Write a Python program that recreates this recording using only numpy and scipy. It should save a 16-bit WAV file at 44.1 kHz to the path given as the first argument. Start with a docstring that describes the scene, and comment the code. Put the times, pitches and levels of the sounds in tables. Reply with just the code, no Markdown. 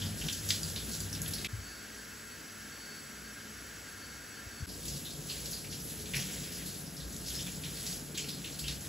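"""A hand shower in a small tiled bathroom, heard in three parts joined by short fades.
First, water runs off feet into the tub close by: random drops patter and filtered bursts splat.
Then the spray hisses on without the run-off: shaped noise, singing pipe resonances and a thin whine, with knocks.
Last, the water runs off the feet again from further back, with slower splats and stronger echoes.
All through, random hits and wavering low tones make the tub shell drum."""
import sys
import numpy as np
from scipy import signal
from scipy.fft import rfft, irfft
from scipy.io import wavfile
from scipy.ndimage import uniform_filter1d

SR = 44100
rng = np.random.default_rng(int(sys.argv[2]) if len(sys.argv) > 2 else 0)


def master(y):
    """Save y as 16-bit WAV."""
    cut = np.clip(np.atleast_2d(y).T, -1, 1)
    pcm = np.round(cut * 32767)  # scale
    wavfile.write(sys.argv[1], SR, pcm.astype(np.int16))


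N = 391608

# The joins between the three parts. Each row: time in seconds, fade-out in seconds, fade-in in seconds.
JOINS = [(1.475, 0.0061, 0.018), (4.662, 0.0022, 0.017)]
# Strength of the run-off from the feet, one list for the close part and one for the far part.
# Each row: time in seconds, level of the patter in dB, of the fine mist in dB, of the coarse drops in dB.
RUNOFF_LEVELS = [
    [(0, -45.5, -51, -49.5), (.12, -49.5, -51, -52.5), (.31, -40.5, -49, -56), (.43, -47, -49, -53),
     (.56, -42, -48, -57), (.83, -48.5, -49, -54), (.94, -41.5, -47, -54), (1.1, -48.5, -51, -53.5),
     (1.36, -45.5, -51.5, -49.5), (1.46, -49.5, -50, -53)],
    [(4.7, -53, -53, -71), (4.92, -46, -50.5, -58), (5.18, -50.5, -53, -75), (5.33, -47, -51, -56),
     (5.52, -47.5, -50, -57), (5.8, -51, -52, -75), (5.92, -49.5, -46.5, -57), (6.04, -49.5, -53, -60),
     (6.22, -46.5, -49.5, -51.5), (6.64, -49, -54, -52.5), (6.78, -49, -51, -66), (6.98, -56.5, -55.5, -78),
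     (7.35, -46, -50.5, -55), (7.56, -48, -52, -60), (7.68, -49, -50, -55), (7.96, -45, -50, -54),
     (8.07, -53.5, -53, -82), (8.25, -50, -55, -66), (8.4, -51.5, -53.5, -58), (8.66, -46, -52.5, -59),
     (8.8, -51, -50, -58), (8.88, -52, -50, -57)],
]

T = np.arange(N) / SR  # time of every sample, seconds
F = np.arange(N // 2 + 1) * SR / N  # frequency of every spectrum bin, Hz
FIRST_JOIN_S, SECOND_JOIN_S = JOINS[0][0], JOINS[1][0]
PART = np.searchsorted([FIRST_JOIN_S, SECOND_JOIN_S], T)  # 0, 1 or 2 at every sample


def undb(db):
    """Turns decibels into a gain."""
    return 10 ** (np.asarray(db) / 20)


def unit(x):
    """Scales a sound to an rms (average strength) of 1."""
    return x / np.sqrt(np.mean(x ** 2))


def over_hz(table):
    """Reads a table of (Hz, value) at every bin, in straight lines over log frequency."""
    hz, value = np.transpose(table)
    return np.interp(np.log(F + 1), np.log(hz), value)


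def over_time(lists):
    """Reads the columns of the joined lists at every sample."""
    s, *columns = np.transpose(np.concatenate(lists))
    return [np.interp(T, s, column) for column in columns]


def ring(x, hz, width):
    """Lets a sound excite one resonance, then scales it to rms 1."""
    return unit(signal.lfilter(*signal.iirpeak(hz, hz / width, fs=SR), x))


def walk(rate):
    """Slides between random levels, about `rate` new ones a second; their spread is near 1."""
    step = int(SR / rate)
    levels = np.repeat(rng.standard_normal(N // step + 1), step)
    return uniform_filter1d(levels, step)[:N]


def fading(t, t60):
    """Falls by 60 dB in t60 seconds."""
    return np.exp(-np.log(1000) * t / t60)


def drops(rate, scatter_db, size=N):
    """Makes impacts at random moments, `rate` a second; a few are much larger than the rest."""
    hit = rng.random(size) < rate / SR
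    return hit * rng.standard_normal(size) * undb(scatter_db * rng.exponential(size=size))


def hum_level(steady_db, swells):
    """Gives the gain of a tone: a steady level that wanders, with strong swells rising above it."""
    wander_db, changes_per_s = 1.6, 9.9
    power = undb(steady_db + wander_db * walk(changes_per_s)) ** 2
    for s, db, length in swells:
        power += undb(db) ** 2 * np.exp(-((T - s) / (length / 2)) ** 2)
    return np.sqrt(power)


def spray():
    """The jets hiss evenly as shaped noise, while narrow resonances of pipe and head sing."""
    # Colour of the hiss. Each row: frequency in Hz, level in dB per Hz before the gain of each part.
    hiss_colour = [(300, -100), (500, -93), (1000, -98), (1350, -93.5), (1650, -92), (2050, -92.5),
                   (3600, -93.5), (5500, -93), (7000, -93.5), (7900, -90.5), (9700, -99.5), (11300, -93.5),
                   (13000, -100), (15800, -99)]
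    # Resonances of pipe and head. Each row: frequency in Hz, width in Hz, level in dB before the gain of each part.
    whistle_modes = [(1294, 7.5, -80), (1388, 10, -65.5), (1445, 12, -63), (1494, 15, -64.5),
                     (1556, 15, -65.5), (1613, 33, -56.5), (1752, 29, -61), (1900, 34, -65.5),
                     (2040, 33, -73.5), (2130, 44, -66.5), (2620, 16, -67.5), (3040, 16, -70),
                     (4860, 20, -67), (5580, 60, -63.5), (5820, 40, -64.5), (6490, 18, -65),
                     (7860, 81, -62), (11050, 28, -64), (10700, 43, -80)]
    # Gain in the three parts. Each row: gain of the hiss in dB, gain of the whistle in dB.
    part_gains = [(-22, -3.5), (1.5, -0.5), (-1.5, -10.5)]
    hiss_db, sing_db = np.transpose(part_gains)[:, PART]
    hiss = irfft(rfft(rng.standard_normal(N)) * undb(over_hz(hiss_colour)), N) * np.sqrt(SR / 2)
    flow = rng.standard_normal(N)
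    singing = sum(undb(db) * ring(flow, hz, width) for hz, width, db in whistle_modes)
    return hiss * undb(hiss_db + 0.38 * walk(3.8)) + undb(sing_db) * singing


def whine():
    """A thin tone and a narrow band of noise flicker unevenly in the middle part."""
    # Strong swells of the whine. Each row: time of the top in seconds, level in dB, length in seconds.
    whine_swells = [(1.56, -60, .08), (1.7, -55, .14), (1.84, -62, .05), (1.98, -59, 0.088),
                    (2.19, -60, 0.054), (2.35, -62, 0.16), (2.763, -59.5, 0.093), (2.902, -53.5, 0.26),
                    (3.17, -62, .05), (3.272, -57, 0.045), (3.505, -65, .04), (3.6, -59.5, .1),
                    (3.873, -58, .07), (4.03, -55, .04), (4.12, -59, 0.14), (4.36, -57, .08),
                    (4.59, -56, .12)]
    pitch_hz, steady_db = 4487, -64
    tone = np.sqrt(2) * np.sin(2 * np.pi * np.cumsum(pitch_hz + 3.57 * walk(30.13)) / SR)
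    flicker = ring(rng.standard_normal(N), pitch_hz, 24)
    return (0.75 * tone + 0.32 * flicker) * hum_level(steady_db, whine_swells) * (PART == 1)


def tub():
    """Falling water drums the shell: low modes hum, upper ones rattle, and now and then something knocks."""
    # Upper modes of the shell. Each row: frequency in Hz, width in Hz, level in dB against each other.
    upper_modes = [(221, 55, 0.5), (281, 61, -2.5), (331.3, 45, -6.5), (422.2, 6.6, -7), (459, 24, -9),
                   (553.3, 18, -12), (642, 78, -18), (690, 47, -15.5)]
    # Lowest modes of the shell. Each row: the frequencies in the three parts in Hz, size of the wander in Hz.
    low_modes = [((60, 60, 59), 4.72), ((96, 97, 93), 6.54), ((156, 150, 144), 5.8), ((208, 215, 178),
                 4.14)]
    # Shell level in the three parts: one column for all upper modes together, then one for each low mode. Each
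    # row is one part: level of all upper modes in dB, then of each low mode in dB.
    shell_levels = [(-56, -49.5, -49.5, -49, -53.5), (-57.5, -60, -62.5, -64, -61.5),
                    (-52, -53.5, -56.5, -50.5, -53.5)]
    # Strongest swells, one list for each low mode. Each row: time of the top in seconds, level in dB,
    # length in seconds.
    low_swells = [
        [(.3, -56, .2), (1.3, -60, 0.12), (1.6, -48, 0.2), (4.92, -53, 0.089), (5.46, -47, .12),
         (5.84, -48, .1), (6.2, -47, 0.1), (7.1, -46, 0.13), (7.3, -46, .15), (7.57, -49, 0.11),
         (8.68, -47, 0.12)],
        [(.07, -41, 0.17), (.29, -52, 0.052), (.48, -42.5, 0.14), (.73, -43, 0.13), (1.08, -45, 0.13),
         (1.22, -42, 0.13), (6.19, -57, .1)],
        [(.08, -49, 0.12), (.26, -38, 0.023), (.67, -43, 0.049), (.91, -48, 0.058), (1.22, -42.5, 0.12),
         (4.92, -48, 0.1), (6.186, -39, 0.065), (8.16, -63, 0.071), (8.557, -50, 0.052), (8.7, -47, 0.07)],
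        [(.08, -45.5, 0.15), (.91, -43, 0.067), (2.68, -53.5, 0.051), (3.5, -56.5, 0.13), (6.2, -46, 0.22),
         (7.55, -47.5, 0.21)],
    ]
    # Knocks on the tub. Each row: start in seconds, level in dB, frequency in Hz, time to fall 60 dB in seconds.
    knocks = [(1.53, -24.5, 102.4, 0.11), (1.575, -35.5, 93, 0.24), (4.463, -31.5, 87, 0.063),
              (4.602, -33, 131, 0.094), (4.621, -21, 86, 0.059)]
    upper_db, *low_db = np.transpose(shell_levels)[:, PART]
    upper = sum(undb(db) * ring(drops(600, 1.8), hz, width) for hz, width, db in upper_modes)
    out = undb(upper_db) * unit(upper)

    body_hz, body_width_hz, body_db = 250, 96, (-52.5, -65, -60)  # broad drumming; its level in each part
    out += undb(body_db)[PART] * ring(drops(600, 0.67), body_hz, body_width_hz)

    for (hz, wander), level_db, swells in zip(low_modes, low_db, low_swells):
        pitch = np.array(hz)[PART] + wander * walk(18)
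        tone = np.sqrt(2) * np.sin(2 * np.pi * np.cumsum(pitch) / SR)
        hits = drops(600, 0.6)
        rattle = np.choose(PART, [ring(hits, f, f / 8.5) for f in hz])
        mix = 0.62 * undb(0.65 * walk(26)) * tone + 0.68 * rattle
        out += hum_level(level_db, swells) * mix

    for s, db, hz, t60 in knocks:
        t = np.maximum(T - s, 0)
        onset = 1 - np.exp(-t / 0.0049)
        out += undb(db) * onset * fading(t, t60) * np.sin(2 * np.pi * hz * t)
    return out


def bubbles():
    """Drops trap tiny bubbles: short blips of a few kHz that rise in pitch."""
    per_s, against_patter_db = 130, -12
    length_cycles, glide = 15.7, 0.088  # blip length at its starting pitch; rise of pitch as a share
    out, flow_db = np.zeros(N + SR), over_time(RUNOFF_LEVELS)[0]
    for a, b, c in rng.random((int(per_s * N / SR), 3)):
        i, hz = int(a * N), 2600 * 3.02 ** b
        cycle = np.arange(int(length_cycles * SR / hz)) * hz / SR
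        swell = np.sin(np.pi * cycle / length_cycles)
        blip = swell * np.sin(2 * np.pi * cycle * (1 + glide * cycle / length_cycles / 2))
        extra_db = -2.0 * np.log(1 - c)  # a few are much louder
        out[i:i + len(blip)] += undb(flow_db[i] + against_patter_db + extra_db) * blip
    return out[:N] * (PART != 1)


def runoff():
    """Drops of three sizes patter into the tub in an unsteady stream, as shaped random impacts and noise."""
    # Colour of the middle-sized drops. Each row: frequency in Hz, gain in dB.
    patter_colour = [(1500, -40), (2600, -4.5), (3600, -0.5), (6000, 1), (8000, 3), (10500, -6.5)]
    # Colour of the coarse drops. Each row: frequency in Hz, gain in dB.
    coarse_colour = [(500, 5), (1000, -13), (1800, 4.5), (2600, 2.5), (3600, 2.5), (5000, -9.5)]
    # Colour of the fine mist. Each row: frequency in Hz, gain in dB.
    mist_colour = [(5500, -46), (8000, -8), (10000, -5), (12000, -5), (13800, -24), (15800, -24)]
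    surge_db, flicker_db = 1.0, 1.3  # unsteadiness: all drops together, each size alone
    surge, out = walk(12), 0
    patter_db, mist_db, coarse_db = over_time(RUNOFF_LEVELS)
    sizes = [(patter_colour, patter_db, 8000), (coarse_colour, coarse_db, 3000), (mist_colour, mist_db, 12000)]
    for colour, db, rate in sizes:
        rain = unit(drops(rate, 1.0)) + 0.6 * rng.standard_normal(N)
        rain = unit(irfft(rfft(rain) * undb(over_hz(colour)), N))
        out = out + rain * undb(db + surge_db * surge + flicker_db * walk(25))
    return out * (PART != 1)


def droplets(hz, octaves, t60, size):
    """Each slug throws short blips, scattered over its band and its tail."""
    count, loudest_db, length_s = 14, 2.5, 0.0033
    mean_delay = 0.16  # as a share of t60
    out, t = np.zeros(size + 512), np.arange(512) / SR
    a, b, c = rng.random((count, 3)).T[:, :, None]
    late = -np.log(1 - a) * mean_delay * t60
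    pitch = hz * 2 ** (1.25 * octaves * (b - .5))
    swell = np.sin(np.pi * np.minimum(t / length_s, 1))
    blips = undb(loudest_db - 9.3 * c) * swell * np.sin(2 * np.pi * pitch * t * (1 + 8 * t))
    starts = np.minimum(late[:, 0] * SR, size).astype(int)
    for i, blip in zip(starts, blips):
        out[i:i + 512] += blip
    return out[:size]


def splat(hz, fine_db, octaves, rise_s, smack, t60, size):
    """One slug builds up to a broad short smack, then a fading spatter around its pitch with fine spray above."""
    hold_per_rise = 1.4  # the spatter keeps full strength for this many build-up times
    t = np.arange(size) / SR
    edge = 2 ** (np.clip(octaves, .1, 3) / 2)
    spatter = drops(20000, 0.9, size=size)

    def band(low, high):
        """Keeps one band of the spatter, at rms 1."""
        return unit(signal.sosfilt(signal.butter(2, [low, high], "band", fs=SR, output="sos"), spatter))

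    broad = band(hz / edge / 1.22, hz * edge * 1.73)
    body = band(hz / edge, hz * edge)
    fine = band(hz * edge, 13500)

    smack, after = np.clip(smack, 0, 1), np.maximum(t - rise_s, 0)
    ragged = undb(0.5 * np.repeat(rng.standard_normal(size // 256 + 1), 256)[:size])  # the tail comes in clumps
    held = fading(np.maximum(after - hold_per_rise * rise_s, 0), t60)
    tail = ragged * held * (0.7 * body + 0.42 * broad + droplets(hz, octaves, t60, size))
    tail += 1.7 * undb(fine_db) * fading(after, 0.57 * t60) * fine

    brief = np.exp(-((t - rise_s) / (0.0021 + 0.15 * rise_s)) ** 2)
    slap = 0.43 * body + 0.57 * broad
    # even out chance differences, so that every smack lands at its given strength
    slap = 0.81 * slap * np.sqrt(np.sum(brief ** 2) / np.sum((brief * slap) ** 2))
    build_up = np.minimum(t / max(rise_s, 1e-4), 1) ** 0.88
    return build_up * (smack * brief * slap + (1 - smack) * tail)


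def splats():
    """Large slugs of water land, and between them many small ones that follow the run-off."""
    # Large slugs. Each row: start in seconds, level in dB, centre in Hz, level of the fine spray in dB
    # against the slug, width in octaves, build-up in seconds, share of the smack from 0 to 1,
    # time for the spatter to fall 60 dB in seconds.
    large_slugs = [(.0156, -40.5, 3400, -19, 0.28, 0.0037, 0.16, .3),
                   (.0567, -43, 5070, -9, 0.34, .003, .3, .3),
                   (.213, -36.5, 3020, -20, .39, 0.0013, 0.4, 0.2),
                   (.238, -45, 3600, -8, .5, .003, 0.6, 0.18), (.2125, -42, 5500, -5, 1, .001, 0.9, 0.16),
                   (.282, -28, 3300, -20, 0.46, 0.0056, 0.72, 0.27),
                   (.322, -34, 6000, -13, 0.92, .005, 0.55, 0.21),
                   (.4254, -52, 6200, -11, .4, .002, .5, .2), (.4876, -30, 6460, -19, 1, .001, 0.4, 0.37),
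                   (.502, -36, 2100, -30, .5, 0.0013, 0.66, .15),
                   (.5025, -21.5, 4020, -25, 0.8, 0.0028, 0.7, 0.26),
                   (.6312, -28.5, 4800, -19, 0.22, 0.0011, .75, 0.18),
                   (.699, -37.5, 5730, -11, 0.94, .001, 0.6, 0.25),
                   (.7603, -31.5, 3900, -20, 0.71, .0012, 0.56, 0.33),
                   (.8915, -44, 4700, 2, 0.47, .001, 0.6, 0.27),
                   (.9318, -39, 6100, -20, 0.86, .002, 0.3, 0.4),
                   (1.0025, -41, 4900, 6.5, 0.32, .001, 0.62, 0.3),
                   (1.128, -34.5, 5700, -10, .3, .001, 0.57, 0.21),
                   (1.1487, -38, 4100, -11, 1, .001, 0.44, 0.2),
                   (1.2167, -32, 7460, 0.5, 0.4, .001, 0.75, 0.21),
                   (1.26, -36, 3530, -14, 0.72, .002, 0.77, 0.18),
                   (1.279, -43, 5500, 10, 0.97, 0.00092, 0.53, 0.13),
                   (1.309, -45, 4940, 8, .63, .001, 0.65, 0.27),
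                   (1.3355, -31.5, 5150, -5, 0.46, .001, 0.59, 0.3),
                   (1.3833, -37, 4470, -12, .55, .001, 0.6, 0.26),
                   (1.444, -29.5, 2900, -32, 0.84, 0.0045, 0.66, 0.36),
                   (4.688, -43, 5000, -13, .49, .004, 0.44, 0.28),
                   (4.85, -45, 4310, 6, .55, .005, 0.6, 0.24),
                   (4.8787, -36, 6150, -27, 0.85, 0.0042, 0.53, 0.29),
                   (5.048, -42, 3900, -10, 0.31, 0.0064, 0.3, 0.35),
                   (5.09, -55, 4000, -20, 0.24, 0.0074, 0.5, 0.25),
                   (5.29, -34.5, 4400, -5, 0.36, 0.0098, 0.64, 0.22),
                   (5.292, -41, 3070, -25, 0.35, 0.0061, 0.5, 0.33),
                   (5.32, -47, 4400, -25, 0.16, .005, 0.5, .2),
                   (5.4536, -38, 4700, -7, 1, 0.0052, 0.6, 0.2),
                   (5.5066, -43, 6260, -2, .55, 0.0069, 0.26, 0.28),
                   (5.528, -39, 4740, -9, .35, 0.0053, 0.37, 0.35),
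                   (5.6423, -47, 2480, -10, 0.36, 0.0037, 0.5, 0.21),
                   (5.7074, -43.5, 5950, -18, 0.49, .005, 0.3, 0.3),
                   (5.722, -42.5, 3620, -18, 0.99, 0.0044, 0.37, 0.25),
                   (5.8954, -48, 4640, 4, .55, 0.0043, .5, 0.47),
                   (6.0551, -44.5, 3310, -13, 0.89, .004, 0.47, 0.33),
                   (6.134, -34.5, 2630, -14, 0.7, 0.0034, 0.3, 0.22),
                   (6.14, -30.5, 2380, -32, 0.35, .005, 0.74, 0.18),
                   (6.145, -41, 5730, -3, 0.57, 0.0089, 0, 0.3), (6.158, -40, 2320, -25, .6, .005, .3, .3),
                   (6.162, -33.5, 5800, -12, 0.25, 0.0065, 0.75, 0.4),
                   (6.185, -42, 6000, -7, .4, 0.0064, .2, 0.35),
                   (6.192, -41.5, 3270, -20, 0.61, .006, 0.44, 0.54),
                   (6.5183, -46, 5630, -6, 0.78, 0.0035, 0.1, 0.55),
                   (6.656, -44.5, 4630, 4, 0.42, .004, 0.5, 0.53),
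                   (6.74, -50, 4300, -15, 0.55, .008, 0.3, 0.27),
                   (6.858, -48, 5400, -20, .3, .005, .3, 0.18),
                   (6.9644, -46, 5160, -16, 0.29, .004, 0.37, 0.37),
                   (7.0, -44, 3950, -20, 0.38, .004, .5, 0.23),
                   (7.1227, -43, 6760, -19, 0.54, 0.0034, 0.4, 0.28),
                   (7.16, -39, 5790, -10, 1, 0.0045, 0.85, 0.23),
                   (7.257, -44, 5040, -14, 0.58, 0.0066, 0.2, 0.24),
                   (7.278, -37.5, 5700, -16, 0.95, 0.0061, 0.5, 0.23),
                   (7.3, -42.5, 3540, -1, 0.33, 0.0051, 0.45, .2),
                   (7.336, -40, 5300, -16, .2, 0.018, 0.4, .2),
                   (7.388, -40, 3380, -20, 0.35, 0.0054, 0.4, 0.24),
                   (7.401, -41, 5270, -15, 0.42, .006, .6, .15),
                   (7.459, -43, 2940, -2, 0.86, 0.0088, 0.35, 0.18),
                   (7.631, -42, 3270, -12, 0.8, 0.0061, 0.28, 0.32),
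                   (7.766, -40, 4470, -14, .6, 0.006, 0.7, 0.16),
                   (7.857, -38.5, 5460, -20, 0.8, 0.01, 0.25, 0.33),
                   (7.919, -39, 5330, -2, 1, 0.0096, 0.7, 0.23),
                   (8.144, -42, 3800, -11, 0.72, 0.0044, 0.23, 0.28),
                   (8.171, -35, 7100, -33, 0.48, 0.0061, 0.34, 0.17),
                   (8.17, -39.5, 2860, -25, 0.66, 0.0071, 0.3, 0.28),
                   (8.176, -40, 4600, -20, 0.51, 0.0066, 0.44, 0.27),
                   (8.194, -41, 4930, -27, 0.67, 0.0047, 0.4, 0.38),
                   (8.24, -45, 2700, -16, .45, 0.004, 0.54, 0.25),
                   (8.281, -39, 4440, -10, 0.65, 0.0085, 0.25, 0.31),
                   (8.439, -42, 3130, -8, 0.8, 0.0074, 0.2, 0.19),
                   (8.47, -47.5, 3320, -20, .6, .006, 0.3, .25),
                   (8.587, -37.5, 4960, -0.5, 0.4, 0.0062, 0.57, 0.31),
                   (8.638, -39, 3030, -20, 0.28, 0.004, 0.36, 0.27),
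                   (8.674, -33, 3880, -28, 1, 0.0083, 0.5, 0.23),
                   (8.705, -49, 5630, -20, .3, .004, .5, .15), (8.8064, -44, 6840, -7, 0.44, .003, 0.5, .2)]
    rise_near_s, rise_far_s = 0.001, 0.0049  # small slugs; from further back the tiles blur each smack
    out, flow_db = np.zeros(N + SR), over_time(RUNOFF_LEVELS)[0]
    slugs = list(large_slugs)
    for a, b, c in rng.random((500, 3)):
        s = a * N / SR
        if not FIRST_JOIN_S < s < SECOND_JOIN_S:
            db = flow_db[int(s * SR)] - 5.5 + 5.2 * c
            rise_s = rise_near_s if s < SECOND_JOIN_S else rise_far_s
            slugs.append((s, db, 4200 * 2.48 ** b, -15, .3, rise_s, .3, .15))
    for s, db, *kind in slugs:
        sound = splat(*kind, size=13200 if db > -44 else 8800)
        to_joins = [int((join - s) * SR) for join, *_ in JOINS if join > s]
        end = min([len(sound)] + to_joins)  # the next join stops the tail
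        start = int(s * SR)
        out[start:start + end] += undb(db) * sound[:end]
    return out[:N]


def tiles(x):
    """Quick dense echoes of tub and tiles smear each splash, more so from further back."""
    t60_s, near_db, far_db = 0.15, -11, -7  # echo levels are against the direct sound
    t = np.arange(int(SR * .15)) / SR
    echo = rng.standard_normal(len(t)) * fading(t, t60_s) * (t > .002)
    wet = signal.oaconvolve(x, echo / np.sqrt(np.sum(echo ** 2)))[:N]
    return x + wet * np.array([undb(near_db), 0, undb(far_db)])[PART]


def scene():
    """Mixes a sound shared by both channels with a part of opposite sign left and right, varying by band."""
    # Strength of the opposite-sign part of the whole sound. Each row: frequency in Hz, gain in dB.
    differing = [(100, -18.5), (350, -11), (700, -3), (1200, -2), (1600, -9.5), (1850, -42), (2200, -81),
                 (2900, -70), (4200, -15), (6000, -9.5), (6500, -32), (7600, -36), (8300, -25.5),
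                 (10000, 1), (11000, -27), (12300, -6), (13700, -29), (14600, -17), (15300, -25)]
    # Extra opposite-sign part of the splashes and bubbles alone. Each row: frequency in Hz, gain in dB.
    splash_differing = [(2500, -45), (3000, -25), (3900, -24), (4600, -43)]

    def layers():
        """Plays every layer once with fresh random draws: (splashes with echoes, the rest)."""
        return tiles(bubbles() + splats()), spray() + whine() + runoff() + tub()

    splashes, rest = layers()
    side_splashes, side_rest = layers()
    side = rfft(side_splashes + side_rest) * undb(over_hz(differing))
    side = irfft(side + rfft(side_splashes) * undb(over_hz(splash_differing)), N)
    dips = [np.interp(T, [s - out, s, s + back], [1, .08, 1]) for s, out, back in JOINS]
    shared = splashes + rest
    return np.prod(dips, axis=0) * np.array([shared + side, shared - side])


def record(dry):
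    """The two channels differ in level and turn in phase with frequency; sub-bass and the very top are cut."""
    # Level balance of the channels. Each row: frequency in Hz, left minus right in dB.
    balance = [(40, -0.5), (150, 2.5), (500, 3), (800, 1.5), (1250, 4), (1750, -0.5), (16000, 0.5)]
    # Phase of right against left. Each row: frequency in Hz, phase in radians.
    phase_turn = [(1100, 0), (1380, .3), (1640, -.2), (1850, 0), (2500, 0), (3200, .3), (6100, .35),
                  (6500, 0), (7900, 0), (8250, 3.14), (8850, 3.14), (10700, 0), (11500, 0), (13200, -3.14),
                  (14100, -3.14), (15400, -6.28)]
    top_hz = 15700
    half = undb(over_hz(balance) / 2) * np.exp(-.5j * over_hz(phase_turn))  # each channel takes half
    channels = irfft(rfft(dry) * [half, 1 / half], N)
    channels = signal.sosfilt(signal.butter(3, 45, "high", fs=SR, output="sos"), channels)
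    return signal.sosfilt(signal.ellip(14, .3, 75, top_hz, fs=SR, output="sos"), channels)


dry = scene()
out = record(dry)
master(out)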